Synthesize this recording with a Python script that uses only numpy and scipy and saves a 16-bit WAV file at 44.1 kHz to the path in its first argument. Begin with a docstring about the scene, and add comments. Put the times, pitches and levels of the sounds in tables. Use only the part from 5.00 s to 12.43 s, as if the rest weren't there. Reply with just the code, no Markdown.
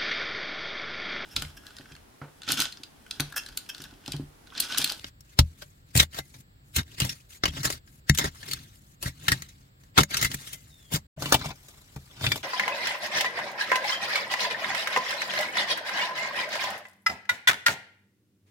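"""A soft scrape and a crunch come first: a steel hoe in stony soil, heard from inside a rocky hollow; then,
after a short silence, the microphones stand beside the digger. Blows burst as crushed grit, ring modes of
stone, blade (later rock) and shaft, and thump the ground; drags are clumped noise grains with hissing grit
and ticking pebbles. A distant bird, a trilled falling tone, calls once over the coloured noise of forest hush."""
import sys
import numpy as np
from scipy import signal
from scipy.fft import rfft, irfft
from scipy.io import wavfile
from scipy.ndimage import uniform_filter1d

SR = 44100
rng = np.random.default_rng(int(sys.argv[2]) if len(sys.argv) > 2 else 0)


def transcribe(u):
    """Save the signal u as a 16-bit wav file named by the first command-line argument.

    u: samples, shape (n,) or (channels, n), limited to [-1, 1]; the rate is SR.
    q: integer samples, one column per channel.
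    """
    v = np.clip(np.atleast_2d(u).T, -1, 1)
    q = np.round(v * 32767).astype(np.int16)
    wavfile.write(sys.argv[1], SR, q)


N = 327663
SILENCE_START_S, SILENCE_END_S = 6.07, 6.163  # parts the hollow from the place beside the digger


def gain_of(db):
    """Amplitude factor of a level in dB."""
    return 10 ** (np.asarray(db) / 20)


def evened(x):
    """Scales x to a root mean square of one."""
    return x / np.sqrt(np.mean(x ** 2) + 1e-20)


def read(points, hz):
    """Reads a curve of (frequency, value) points along a logarithmic frequency axis."""
    f, value = np.transpose(points)
    return np.interp(np.log(hz + 1), np.log(f + 1), value)


def add(mix, s, sound):
    """Adds a sound to the mix from s seconds on, cut at the end of the mix."""
    part = mix[..., round(s * SR):][..., :sound.shape[-1]]
    part += sound[..., :part.shape[-1]]


def coloured(x, points):
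    """Filters x by a spectrum, scaled so that white noise keeps its power."""
    gain = evened(gain_of(read(points, np.fft.rfftfreq(x.shape[-1], 1 / SR))))
    return irfft(rfft(x) * gain, x.shape[-1])


def ring(modes, t, spread_db=0.):
    """Impulse response of a struck body: a sum of sine modes that die away exponentially."""
    hz, db, t60 = np.transpose(modes)[:, :, None]
    level_db = db + np.reshape(spread_db, (-1, 1)) - 60 * t / t60
    return (gain_of(level_db) * np.sin(2 * np.pi * hz * t)).sum(0)


def gritty(count, size_db, clump):
    """Two unrelated carriers of the same uneven grains: sizes scatter, and grains come in clumps."""
    clumps = evened(uniform_filter1d(rng.standard_normal(count), int(clump), mode="wrap"))
    return evened(gain_of(size_db * clumps) * rng.standard_normal((2, count)))


# colour of crushed earth in its three parts, dull to bright: (frequency [Hz], relative density [dB per Hz])
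SOIL_COLOUR = [(150, -11), (300, -8), (600, -8.5), (1000, -8), (1500, -18.5), (3000, -60.5)]
SCRAPE_COLOUR = [(600, -54.5), (1200, -8), (2000, -1.5), (2800, -1), (4000, 0.5), (5500, -4), (7000, -15),
                 (10000, -39)]
GRIT_COLOUR = [(3500, -54.5), (5500, -9), (7000, -0.5), (10000, -5.5), (12000, -6.5), (16000, -12)]
LEAD_S = .035  # crushing begins this long before the blow


def crunch(soil_db, grit_db, hz, t60, lead_db):
    """Crushed grains swell as the edge sinks in, then die away, partly heard through the ringing stone."""
    t = np.arange(8000) / SR
    after = t - LEAD_S
    # earth gives way first, then stone
    sinking = gain_of(lead_db + 60 * after / 0.049) + gain_of(60 * after / 0.0045)
    dying = gain_of(-60 * after / max(t60, .01))
    shape = np.where(after < 0, np.minimum(sinking, 1), dying)
    grains = gritty(count=len(t), size_db=1.0, clump=30.0)
    earth = coloured(grains, SCRAPE_COLOUR) + gain_of(soil_db) * coloured(grains, SOIL_COLOUR)
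    burst = shape * (earth + gain_of(grit_db) * coloured(grains, GRIT_COLOUR))
    stone_mode = ring([(hz, 0, .015)], t[:1500])
    stone_mode = stone_mode[None] / np.linalg.norm(stone_mode)
    stone = signal.fftconvolve(shape * grains, stone_mode, axes=1)[:, :len(t)]
    return burst + gain_of(-4.0) * stone


# modes of the steel blade: (frequency [Hz], relative level [dB], t60 [s])
BLADE_MODES = [(1620, -6, .04), (1870, -2, .04), (2050, -14, .09), (2145, 0, .06), (2930, -8, .04),
               (3750, -2, .045), (4530, -5, .04), (5510, -7, .04), (5860, -8, .04), (6750, -10, .04),
               (7154, -12, .1), (8570, -12, .03), (11350, -14, .03)]
# modes of the rock struck after the silence: (frequency [Hz], relative level [dB], t60 [s])
SLAB_MODES = [(620, -12, .06), (795, -10, .06), (930, -12, .06), (1390, -5, .06), (1680, -5, .06),
              (2310, 0, .09), (2770, -9, .05), (3600, 0, .09), (4720, -3, .05), (5350, -5, .05)]
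RING_DB = -17.5  # blade or rock re crunch


def knock(s, db, hz):
    """The first crack of the stone, and the blade or rock modes it excites."""
    t = np.arange(8000) / SR
    crack = gain_of(db - 13.5) * ring([(hz, 0, .012)], t)
    modes = BLADE_MODES if s < SILENCE_START_S else SLAB_MODES
    octaves_away = abs(np.log2(np.transpose(modes)[0] / hz))
    # modes near the stone's pitch win
    return crack + gain_of(db + RING_DB) * ring(modes, t, -5. * octaves_away)


# modes of the ground, each blow's draw scaling pitch and decay: (frequency [Hz], relative level [dB], t60 [s])
GROUND_MODES = [(132.3, -3, 0.11), (177.5, -17, 0.17), (258, -16.5, 0.085)]
# deep modes of the ground: (frequency [Hz], relative level [dB], t60 [s])
DEEP_MODES = [(78, -0.5, 0.19), (43, -8, 0.13)]


def ground_thump(thump_db, deep_db):
    """A short push smooths the onset of the dying ground modes."""
    t = np.arange(14000) / SR
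    push = np.hanning(int(0.0034 * SR))
    shallow = gain_of(thump_db) * ring(GROUND_MODES, t * rng.uniform(.92, 1.2))
    deep = gain_of(deep_db) * ring(DEEP_MODES, t)
    return signal.fftconvolve(shallow + deep, push / push.sum())


# blade meets stone or clod: (time [s], crunch peak [dB], soil puff [dB re crunch], grit [dB re crunch],
# stone pitch [Hz], thump [dB], deep thump [dB], crunch t60 [s], lead-in [dB re crunch])
BLOWS = [(0.044, -21, -13, -21, 3700, -45, -44, 0.018, -45),
         (0.208, -43, -17, 5, 5570, -78, -57, 0.021, -35),
         (.39, -7.5, -4, -3, 5660, -5.5, -8.5, .041, -24.5),
         (.622, -29.5, -16, -9.5, 1590, -66, -51, 0.054, -9.5),
         (0.953, -17.5, -5.5, 1, 3600, -9.5, -38, 0.066, -18.5),
         (.964, -14, -12.5, 0.5, 6670, -20, -31.5, 0.062, -18),
         (0.975, -13, -6.5, 5, 7640, -36.5, -18.5, .051, -20.5),
         (1.001, -3, -19, -6, 3960, -17, -30.5, 0.053, -4),
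         (1.145, -31, -20.5, -5, 1790, -39, -59, 0.086, -22),
         (1.188, -25.5, -1.5, -1, 4520, -29, -44.5, .042, -37),
         (1.342, -42, -8.5, -7.5, 2410, -51.5, -63, 0.11, -20.5),
         (1.763, -13, -14.5, 1, 4200, -42.5, -22, 0.06, -9),
         (1.831, -39, -15, -7, 3950, -70, -76, 0.035, -25),
         (2.002, -14.5, -13, 0.5, 4970, -29, -53.5, .04, -32),
         (2.019, -19.5, -14.5, -4.5, 4300, -13, -57, 0.054, -9),
         (2.05, -24.5, -9, 2.7, 4700, -20, -44, 0.06, -28),
         (2.094, -23, -36.5, -6.5, 5660, -48, -63, 0.087, -25),
         (2.437, -9, -10, -21, 2020, -30.5, -41, 0.036, -27),
         (2.456, -11, -6.5, -12.5, 3030, -27, -53, 0.047, -31),
         (2.48, -19, -15.5, -11.5, 3300, -27, -27, 0.055, -16),
         (2.57, -29.5, -1, -6, 3820, -36, -45, 0.084, -7),
         (2.633, -26.5, -10.5, 2, 5900, -40, -49, 0.048, -18),
         (2.653, -15.5, -10.5, -1.5, 1895, -21.5, -48, 0.074, -3),
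         (2.703, -18, -8.5, -4.5, 1940, -43, -49, .052, -14),
         (2.725, -24, -29.5, -3, 2040, -45, -38, 0.066, -21),
         (2.876, -44.5, -23, -19, 1662, -67, -68.5, 0.057, -10),
         (3.097, 0, -30, -8.5, 1930, -3.5, -17, 0.015, -22.5),
         (3.149, -22.5, -29.5, -3, 3740, -44, -64, .046, -13),
         (3.176, -19, -19, 3, 7500, -57, -63.5, 0.044, -35),
         (3.186, -13, -8, 0.5, 7430, -32.5, -47, 0.05, -32),
         (3.195, -19, -8.5, -8, 2140, -26.5, -40, 0.12, -18),
         (3.213, -22, -6.5, -18, 1900, -41, -56, .093, -33),
         (3.243, -20, -5, -7.5, 1920, -26, -26.5, 0.11, -10),
         (3.43, -33.5, -20, -17, 1840, -63, -58, .065, -22),
         (3.487, -28.5, -7, -3, 4530, -53.5, -70, 0.047, -22),
         (3.513, -23, -31.5, -1.5, 4600, -45, -53, 0.07, -26),
         (3.534, -19.5, -29.5, 1.5, 4400, -36.5, -41, 0.023, -22),
         (4.028, -26.5, -6, 2.5, 4580, -57, -47.5, 0.085, -8.5),
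         (4.058, -28.5, -16, -2.5, 1950, -18, -28, 0.14, -7.5),
         (4.283, -7, -35.5, -9, 1920, -18.5, -47.5, 0.05, -31),
         (4.319, -8, -20, -6.5, 1920, -14.5, -49, 0.056, -16.5),
         (4.422, -27, -29, -1, 1930, -48.5, -46, 0.03, -22),
         (4.488, -44.5, -27, 1.5, 7140, -66, -65, 0.08, -20),
         (4.836, -49.5, -10, -4, 1936, -76, -70, .06, -12),
         (4.978, -4.5, -4, -8.5, 3850, -12, -47.5, .093, -14.5),
         (4.986, -5, -3.5, -8, 2310, -39.5, -36.5, 0.046, -36),
         (5.006, -11.5, -5.5, -7, 2170, -9.5, -42, .06, -20),
         (5.034, -11.5, -12, -2, 6760, -49, -40, 0.02, -22),
         (5.114, -32, -10, -0.5, 2300, -54, -59.5, 0.038, 4),
         (5.145, -13.5, -18.5, -8.5, 4610, -33, -52.5, .028, -3.5),
         (5.17, -17, -32, 0, 6200, -37.5, -52, 0.068, -28),
         (5.214, -18.5, -31, -2.5, 6600, -25.5, -51, 0.08, -24),
         (5.227, -14.5, -18, 0.5, 2130, -35, -41.5, 0.071, -21),
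         (5.247, -14, -38, -4.5, 2170, -20, -31, 0.089, -21),
         (5.316, -25.5, -27.5, -5, 2030, -32, -51, 0.053, -15),
         (5.344, -24.5, -10.5, 6.5, 2370, -25.5, -42, 0.031, -12),
         (5.474, -34.5, -37, 0, 3900, -70, -55, 0.13, -3),
         (5.532, -32, -42, 4.5, 3200, -55, -55, 0.086, -8.5),
         (5.922, -32, 3.5, 2.5, 4780, -27, -60, 0.14, -5),
         (5.939, -28.5, -9.5, 8.5, 1980, -13.5, -55.5, 0.091, -3),
         (5.96, -23, -2, 1, 7560, -27, -38, 0.063, -16), (6.174, -54, 11, -7, 1600, -32, -63, .052, -20),
         (6.222, -24, 0, -5, 1505, -26.5, -66, .085, -21),
         (6.258, -23.5, -6, -7, 2960, -35, -68, 0.069, -20), (6.324, -4, -6, -8, 1720, -57, -56, .065, -18),
         (6.343, -8, -1.5, -5, 3620, -16, -48, .06, -21),
         (6.413, -26, -6.5, -23, 1580, -25, -50, 0.049, -26),
         (6.458, -24, -8, -10.5, 2800, -20.5, -62, .068, -22),
         (6.506, -30.5, -1, -17.5, 2570, -31, -58, 0.071, -18),
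         (6.685, -41, -10, 3, 8440, -74.5, -75, .057, -15), (6.745, -49, -6, -12, 1300, -70, -70, .04, -22),
         (6.962, -37, 3.5, -6, 2520, -25, -37, .06, -20), (7.211, -32.5, 4, -9, 4850, -31, -60, .046, -25),
         (7.242, -18, -4, -12, 3780, -26, -57, 0.076, -11),
         (7.266, -9.5, -26, -21, 3580, -20, -60, 0.037, -30),
         (7.319, -7, -43, -14, 2410, -50, -60, 0.03, -35), (7.359, -25, -4, -3, 3560, -54, -55, .082, -8)]
# modes of the wooden shaft: (frequency [Hz], relative level [dB], t60 [s])
SHAFT_MODES = [(298, 2, 0.061), (570, -7.5, 0.099), (1010, -13, .03)]
# added clinks, single ringing tones, short or longer, at or near blows:
# (time [s], frequency [Hz], level [dB], t60 [s])
PINGS = [(.624, 593, -45, .074), (.624, 1500, -40, .05), (1.187, 600, -41, .04), (1.192, 2050, -38, .12),
         (.391, 1250, -17, .03), (2.438, 1200, -19, .033), (2.438, 800, -22, .03), (3.099, 7154, -33, .2),
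         (3.098, 3750, -17, .04), (3.19, 7154, -36, .2), (4.283, 2050, -22, .05), (4.979, 2145, -18.5, .08),
         (5.249, 2050, -24, .1), (5.54, 2050, -47, .22), (6.178, 630, -39, .08), (6.326, 1650, -17, .05),
         (6.35, 620, -28, .07), (7.259, 3600, -29, .098), (7.264, 2340, -26, .07), (7.316, 2310, -27, .063),
         (7.321, 3420, -21, .078), (7.322, 4720, -25, .05), (6.508, 800, -36, .06)]
CREST_DB = 7.5  # peak of a crunch above its mean level
SHAFT_DB = -14  # shaft re soil puff


def blows():
    """Each blow crushes grit, knocks stone, blade or rock and shaft, and pushes into the ground."""
    crunches, clinks, thumps = np.zeros((2, N)), np.zeros(N), np.zeros(N)
    t = np.arange(8000) / SR
    for s, db, soil_db, grit_db, hz, thump_db, deep_db, t60, lead_db in BLOWS:
        burst = crunch(soil_db, grit_db, hz, t60, lead_db)
        add(crunches, s - LEAD_S, gain_of(db - CREST_DB) * burst)
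        add(clinks, s, knock(s, db, hz))
        add(thumps, s, gain_of(db + soil_db + SHAFT_DB) * ring(SHAFT_MODES, t))
        add(thumps, s, ground_thump(thump_db, deep_db))
    for s, *tone in PINGS:
        add(clinks, s, ring([tone], np.arange(14000) / SR))
    return crunches, clinks, thumps


# the blade drags or loose earth trickles: (start [s], length [s], first level [dB], last level [dB],
# grit [dB re scrape], rumble [dB])
STROKES = [(0, 0.086, -57.5, -51, -6, -56.5), (0.239, 0.1, -72, -60, -1, -76),
           (0.381, 0.19, -63, -69, -0.5, -57), (0.59, 0.24, -61.5, -81.5, 3.5, -59),
           (0.871, 0.047, -69, -64, -2, -61.5), (0.985, 0.047, -37, -31.5, -2.5, -38),
           (1.122, 0.068, -54.5, -36, -4.5, -48), (1.221, 0.19, -69.5, -61.5, 3.5, -53),
           (1.656, 0.16, -77, -68, 7.5, -57), (1.785, 0.024, -27.5, -39.5, -9, -24.5),
           (1.864, 0.085, -62, -52.5, -5, -50), (1.985, .015, -43, -54.5, -5, -42),
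           (2.009, .12, -36, -48, -3, -37.5), (2.137, 0.14, -56, -72, -1, -56.5),
           (2.308, 0.065, -53.5, -54, 2, -79.5), (2.475, .14, -55, -41.5, -6.5, -37),
           (2.657, 0.12, -36, -52, -5.5, -37.5), (2.873, 0.12, -69.5, -70.5, 7, -58),
           (3.203, 0.076, -38.5, -38, -8.5, -38.5), (3.315, 0.23, -60, -42, -3, -45),
           (3.559, 0.2, -49.5, -65.5, -4, -47), (3.74, 0.21, -67.5, -71, 5, -59.5),
           (4.032, 0.05, -50.5, -36.5, -2.5, -33), (4.122, 0.15, -70.5, -46, -2, -42),
           (4.3, 0.15, -39, -57.5, -4.5, -36.5), (4.448, 0.24, -58.5, -70, -4.5, -59),
           (4.805, 0.095, -68.5, -74.5, 0, -66), (5.114, 0.15, -39.5, -33.5, -10.5, -40),
           (5.305, 0.044, -46, -44, -5, -39), (5.368, 0.19, -53, -50.5, 0, -56),
           (5.575, 0.35, -63, -66, 1, -60.5), (5.929, 0.032, -36.5, -30, -4, -34.5),
           (6.197, 0.11, -46.5, -40.5, -3, -37), (6.35, .16, -42, -43.5, -8.5, -41.5),
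           (6.529, 0.88, -61, -64.5, -0.5, -65.5), (7.108, 0.11, -61, -47, -13, -50),
           (7.226, 0.12, -38.5, -42.5, -4.5, -34.5), (7.379, 0.053, -45, -61, -3, -43)]
BITE_DB_PER_S, LIFT_DB_PER_S = 901.5, 1101  # a stroke sets in and lets go


def strokes():
    """Gains of scrape, grit and rumble: each stroke bites, swells or fades while it lasts, and lifts off."""
    t, power = np.arange(0, N / SR, .002), 1e-12
    for start, length, first_db, last_db, grit_db, rumble_db in STROKES:
        end = start + length
        bite_db = -BITE_DB_PER_S * np.maximum(start - t, 0)
        lift_db = -LIFT_DB_PER_S * np.maximum(t - end, 0)
        scrape_db = np.interp(t, [start, end], [first_db, last_db]) + bite_db + lift_db
        rumbling_db = scrape_db + rumble_db - max(first_db, last_db)
        power = power + gain_of([scrape_db, scrape_db + grit_db, rumbling_db]) ** 2
    return [np.interp(np.arange(N) / SR, t, np.sqrt(p)) for p in power]


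PEBBLES_DB, PEBBLES_PER_S = -5, 150  # level re scrape; mean rate


def pebbles(t, force):
    """Scattered pebbles of uneven size tick the blade, later the rock; six kinds weight its modes differently."""
    size = gain_of(3.5 * np.minimum(rng.exponential(1, N), 4)) * (rng.random(N) < PEBBLES_PER_S / SR)
    hits = force * evened(size)
    kind, out = rng.integers(0, 6, N), np.zeros(N)
    for k in range(6):
        for modes, when in (BLADE_MODES, t < SILENCE_END_S), (SLAB_MODES, t >= SILENCE_END_S):
            tick = ring(modes, t[:5000], 8. * rng.standard_normal(len(modes)))
            out += signal.oaconvolve(hits * when * (kind == k), tick / np.linalg.norm(tick))[:N]
    return out


# colour of the shaken ground: (frequency [Hz], relative density [dB per Hz])
RUMBLE_COLOUR = [(12, -35.5), (20, -12), (37, -12), (80, -5.5), (140, 6), (179, -5.5), (222, -10),
                 (264, -6), (400, -21), (520, -59.5), (880, -120)]
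SUNG_DB = -6  # share of the drag heard through blade or rock, at full touch
SOIL_DB = -13, -7  # dull part of a drag re scrape: in the hollow, beside the digger
TOUCH_DB = -54  # well below this scrape level earth only trickles and the blade hardly sounds
GROUND_REST_DB = -65  # rumble between strokes


def drag():
    """Clumped grit under the moving blade, partly heard through its modes or the rock's, and the shaken ground."""
    t = np.arange(N) / SR
    in_hollow = t < SILENCE_END_S
    scrape_gain, grit_gain, rumble_gain = strokes()
    touch = scrape_gain / (scrape_gain + gain_of(TOUCH_DB))
    grains = gritty(count=N, size_db=2.0, clump=420.0)

    def through(modes):
        body = evened(ring(modes, t[:6000]))
        return evened(signal.oaconvolve(grains, body[None], axes=1)[:, :N])

    sung = np.where(in_hollow, through(BLADE_MODES), through(SLAB_MODES))
    earth = coloured(grains, SCRAPE_COLOUR) + gain_of(SUNG_DB) * touch * sung
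    earth = earth + gain_of(np.where(in_hollow, *SOIL_DB)) * coloured(grains, SOIL_COLOUR)
    scrape = scrape_gain * earth + grit_gain * coloured(grains, GRIT_COLOUR)
    rumble = coloured(rng.standard_normal(N), RUMBLE_COLOUR)
    rumble = np.hypot(rumble_gain, gain_of(GROUND_REST_DB)) * rumble
    return scrape, rumble, pebbles(t, gain_of(PEBBLES_DB) * touch * scrape_gain)


def lumpy(x, patch_db):
    """Uneven colour of crunch and scrape: random short patches of the spectrum swell and sink."""
    z = signal.stft(x, nperseg=256, noverlap=192)[2]
    noise = rng.standard_normal(z.shape[1:])
    patches = evened(uniform_filter1d(uniform_filter1d(noise, 3, 0), 14, 1))
    gain = gain_of(patch_db * patches)
    return signal.istft(z * evened(gain), nperseg=256, noverlap=192)[1][:, :N]


def ports(pair, same, balance_db=0., lead_s=0.):
    """Two microphone ports: partly alike, with given level balance and lead of the left."""
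    hz, (a, b) = np.fft.rfftfreq(N, 1 / SR), rfft(pair)
    like = np.clip(read(same, hz), -1, 1)
    tilt = gain_of(balance_db / 2)
    turn = np.exp(1j * np.pi * hz * lead_s)  # half the lead at each port
    left = a * tilt * turn
    right = (like * a + np.sqrt(1 - like ** 2) * b) / tilt / turn
    return irfft(np.array([left, right]), N)


# left-right likeness of the digging: (frequency [Hz], likeness [-1 to 1])
DIGGING_LIKENESS = [(100, 0.85), (300, 0.96), (1000, 0.71), (4000, 0.2), (15000, 0.1)]
# level of the left port over the right: (frequency [Hz], difference [dB])
BALANCE = [(60, 3.5), (130, 1), (290, -2.5), (640, 6), (1410, 1.5), (3100, 1.0), (6820, 0.5), (15000, 12)]
# lead of the left port, the hollow then beside the digger: (lead [s], lead [s])
LEFT_LEADS = 0.0004415, -0.00015


def two_places(digging):
    """The digging reaches one port earlier, first in the hollow, then beside the digger."""
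    balance_db = read(BALANCE, np.fft.rfftfreq(N, 1 / SR))
    hollow, beside = (ports(digging, DIGGING_LIKENESS, balance_db, lead_s) for lead_s in LEFT_LEADS)
    return np.where(np.arange(N) < SILENCE_END_S * SR, hollow, beside)


def rocks(x):
    """A short tail of scattered reflections from rock and trunks, different at each port."""
    t = np.arange(9000) / SR
    taps = rng.standard_normal((2, len(t))) * gain_of(-60 * t / 0.06) * (t > .002)
    return signal.oaconvolve(x[None], taps / np.linalg.norm(taps[0]), axes=1)[:, :N]


# path of the distant bird's whistle: (time [s], frequency [Hz], level before the trill [dB])
BIRD = [(5.68, 4020, -76), (5.726, 3674, -60), (5.77, 3640, -66), (5.9, 3200, -66), (5.91, 3007, -61)]


def bird():
    """A falling whistle, its loudness trilled about eighty times a second."""
    s, hz, db = np.transpose(BIRD)
    t = np.arange(s[0], s[-1], 1 / SR)
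    uneven = evened(uniform_filter1d(rng.standard_normal(len(t)), 400))
    trill = (1 + 0.84 * np.sin(2 * np.pi * 81.0 * t)) * gain_of(2.4 * uneven)
    phase = 2 * np.pi * np.cumsum(np.interp(t, s, hz)) / SR
    tone = np.sin(phase) * signal.windows.tukey(len(t), .1)
    out = np.zeros(N)
    add(out, s[0], np.sqrt(2) * gain_of(np.interp(t, s, db)) * trill * tone)
    return out


# colour of the forest hush: (frequency [Hz], relative density [dB per Hz])
HUSH_COLOUR = [(12, -37), (20, -0.5), (110, -5.5), (248, -20.5), (301, -22.5), (660, -26.5), (1760, -27.5),
               (2460, -32.5), (4540, -32), (6540, -49), (7520, -29.5), (9400, -52.5), (16000, -38)]
# left-right likeness of the hush: (frequency [Hz], likeness [-1 to 1])
HUSH_LIKENESS = [(60, 1), (240, 0.76), (950, -0.85), (3770, -0.34), (15000, 1)]


def hush():
    """Forest air and microphone hiss: steady coloured noise, partly alike at both ports."""
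    noise = coloured(rng.standard_normal((2, N)), HUSH_COLOUR)
    return gain_of(-56) * ports(noise, HUSH_LIKENESS)


def scene():
    """Sums the digging at its two places, its reflections, the ground, the bird and the hush."""
    crunches, clinks, thumps = blows()
    scrape, rumble, ticks = drag()
    digging = lumpy(crunches + scrape, patch_db=3.5)
    digging = digging + (clinks + ticks) * np.array([[1], [0]])  # only in the carrier both ports share
    ground = (thumps + rumble) * gain_of([[.7], [-.7]])  # slightly louder on the left
    reflections = gain_of(-14) * rocks(digging[0])
    return two_places(digging) + reflections + ground + bird() + hush()


def record(dry):
    """A brief silence parts the two microphone places; the microphone drops the lowest bass; the band is limited."""
    t = np.arange(N) / SR
    closing = np.clip((SILENCE_START_S - t) / 0.0035, 0, 1)
    opening = np.clip((t - SILENCE_END_S) / 0.0032, 0, 1)
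    bass_cut = signal.butter(4, 42., "high", fs=SR, output="sos")
    heard = signal.sosfilt(bass_cut, dry) * (closing + opening)
    band_limit = signal.firwin(511, 16000, window=("kaiser", 9), fs=SR)
    return signal.oaconvolve(heard, band_limit[None], "same")


dry = scene()
out = record(dry)
transcribe(out)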